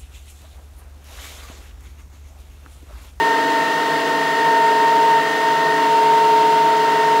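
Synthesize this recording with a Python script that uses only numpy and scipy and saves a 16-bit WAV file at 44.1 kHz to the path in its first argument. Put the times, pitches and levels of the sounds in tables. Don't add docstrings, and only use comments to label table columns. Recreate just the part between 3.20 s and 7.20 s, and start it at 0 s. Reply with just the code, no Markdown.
import sys
import numpy as np
from scipy.fft import rfft, irfft
from scipy.io import wavfile

SR = 44100
rng = np.random.default_rng(int(sys.argv[2]) if len(sys.argv) > 2 else 0)


def inscribe(sig):
    pcm = np.round(np.clip(np.atleast_2d(sig).T, -1, 1) * 32767)
    wavfile.write(sys.argv[1], SR, pcm.astype(np.int16))


N = 176400


# (time [s], speed [turns/s])
SHAFT_SPEED = [(0.0, 25.473), (0.25, 25.388), (0.48, 25.385), (0.63, 25.44), (0.83, 25.381), (1.14, 25.444),
               (1.52, 25.5), (1.84, 25.494), (2.06, 25.398), (2.16, 25.481), (3.75, 25.529), (4.0, 25.487)]

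def generator():
    turns = np.cumsum(curve(SHAFT_SPEED)) / SR
    main = whine(turns) + hum(turns)
    weaker = shaft_tones(turns)
    return pan(main + octave(turns + rng.random()), db=0.8) + weaker


# (time [s], level [dB])
WHINE_LEVEL = [(0.0, -16.5), (0.25, -21.5), (0.38, -18.5), (0.44, -22.0), (0.76, -21.5), (0.83, -25.4),
               (0.92, -20.5), (1.11, -22.4), (1.27, -16), (1.97, -13.5), (2.03, -22), (2.16, -24),
               (2.29, -16.5), (2.57, -19.5), (2.73, -15.0), (2.98, -13), (3.75, -17.0), (4.0, -15)]

def whine(turns, per_turn=36):
    return tone(per_turn * turns, curve(WHINE_LEVEL), waver=.08)


# (time [s], level [dB])
OCTAVE_LEVEL = [(0.0,-23), (0.22,-26), (0.57,-25), (0.79,-28.5), (1.27,-24), (1.56,-30.5), (1.68,-26),
                (1.85,-33.5), (1.89,-27), (2.17,-24.5), (2.35,-28), (2.53,-23.5), (2.62,-30), (2.72,-37.5),
                (2.95,-38), (3.3,-41), (3.82,-28), (4.0,-32)]
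# (shaft multiple before rounding [x], level over the base [dB], waver [0-1])
OCTAVE_PARTIALS = [(70.5, -13.3, .55), (71.56, -14, .6), (71.95, -2.3, .17), (72.9, -14, .6),
                   (73.85, -7, .2)]

def octave(turns, spread_cycles=0.014):
    spread = spread_cycles * np.array([[1], [-1]])
    out = 0
    for multiple, db, waver in OCTAVE_PARTIALS:
        order = round(multiple)
        odd_shift = order % 2 / 4
        out = out + tone(order * turns + odd_shift + spread, curve(OCTAVE_LEVEL) + db, waver)
    return out


# (time [s], level [dB])
HUM_LEVEL = [(0.0, -28), (0.22, -33.5), (0.41, -40), (0.6, -39), (0.83, -31.5), (1.02, -36), (1.37, -28),
             (1.84, -25.5), (2.0, -30), (2.79, -24.5), (4.0, -23.5)]

def hum(turns, per_turn=17):
    return tone(per_turn * turns, curve(HUM_LEVEL), waver=.16)


# (shaft multiple before rounding [x], start level [dB], end level [dB], waver [0-1])
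SHAFT_HARMONICS = [ (3, -63, -67, 0.7), (4, -56.5, -63, .2), (5, -64.5, -63, .6), (6, -49.5, -43.5, 0.6),
                   (8, -60, -51, 0.2), (9, -44, -44, 0.03), (11, -34.5, -40, 0.29), (12, -37.5, -52.5, .5),
                   (15, -42.5, -45, .25), (18, -32, -39, 0.4), (19, -36, -46, 0), (20, -51, -51, 0.3),
                   (25, -37, -36, .22), (26, -31.5, -31.5, .25), (27, -43, -46, 0.45), (35, -35.3, -39, .5),
                   (37, -49.5, -35, .5), (52, -42.5, -39.5, 0.5), (55, -50, -48, .4), (57, -52, -46, 0.7),
                   (58, -48, -47, 0.3), (108.4, -44, -42, 0.4)]

def shaft_tones(turns):
    return sum(tone(round(multiple) * turns + rng.random(), np.linspace(start_db, end_db, N), waver)
               for multiple, start_db, end_db, waver in SHAFT_HARMONICS)


# (frequency [Hz], mid level [dB per Hz])
RUSH_SPECTRUM = [(25,-97), (55,-92.5), (95,-87), (130,-78), (185,-69), (245,-73), (295,-53.5), (365,-59.5),
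                 (430,-53.5), (505,-60), (600,-60.5), (700,-56), (850,-60), (1000,-64), (1250,-59.5),
                 (1520,-59), (1730,-63), (2000,-59), (2350,-67), (2900,-64.5), (3700,-67.5), (4600,-71.5),
                 (5600,-75.5), (7200,-78.5), (9500,-84.5), (12500,-87.0), (15400,-89)]
# (frequency [Hz], side minus mid [dB])
RUSH_WIDTH = [(70, -42), (200, -28), (400, -28), (1000, -26), (1600, -18.5), (2500, -12), (4000, -11.5),
              (8000, -6), (13000, -0.5)]

def flow(flicker_db=0.22, flicker_hz=14):
    gain = colour(RUSH_SPECTRUM) * np.sqrt(SR / 2)
    mid = noise(gain)
    side = noise(gain * colour(RUSH_WIDTH))
    rush = pan(np.array([mid + side, mid - side]), db=0.28)
    return rush * undb(flicker_db * walk(flicker_hz))


# (frequency [Hz], half-width [Hz], level [dB])
CASING_MODES = [(1068, 15, -36), (1334, 28, -41), (1600, 25, -41), (2860, 34, -46.5), (3180, 50, -49),
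                (4370, 40, -48.5), (4940, 73, -50), (5700, 44, -60), (10300, 250, -62.5)]

def casing():
    out = 0
    for hz, width, db in CASING_MODES:
        ring = noise(1 / (1 + ((bins() - hz) / width) ** 2))
        out = out + undb(db) * ring / ring.std()
    return out


# (frequency [Hz], level [dB], waver [0-1])
MACHINERY_HUMS = [(158.4, -49, 0.53), (165.4, -47, 0.4), (318.3, -45, 0.25), (419, -39.5, 1)]

def auxiliaries(whistle_hz=15711):
    t = np.arange(N) / SR
    hums = sum(tone(hz * t + rng.random(), db, waver) for hz, db, waver in MACHINERY_HUMS)
    return hums + tone(whistle_hz * t, db=-58.5, waver=0)


def tone(cycles, db, waver, waver_hz=4.8):
    angle = 2 * np.pi * cycles
    steady = np.sqrt(2 * (1 - waver ** 2))
    in_phase = steady + waver * walk(waver_hz)
    quadrature = waver * walk(waver_hz)
    return undb(db) * (in_phase * np.cos(angle) + quadrature * np.sin(angle))


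def walk(hz):
    drift = noise(np.exp(-.5 * (bins() / hz) ** 2))
    return (drift - drift.mean()) / drift.std()


def noise(gain):
    return irfft(rfft(rng.standard_normal(N)) * gain, N)


def colour(rows):
    hz, db = np.array(rows).T
    return undb(np.interp(np.log(bins()), np.log(hz), db))


def bins():
    return np.maximum(np.arange(N // 2 + 1) * SR / N, 1)


def curve(rows):
    return np.interp(np.arange(N) / SR, *np.array(rows).T)


def pan(x, db):
    return x * undb(np.array([[db], [-db]]) / 2)


def undb(db):
    return 10 ** (np.asarray(db) / 20)


def scene():
    return generator() + auxiliaries() + casing() + flow()


def record(dry):
    top_hz, slope_hz = 15760, 20
    return irfft(rfft(dry) * np.clip((top_hz - bins()) / slope_hz, 0, 1), N)


dry = scene()
out = record(dry)
inscribe(out)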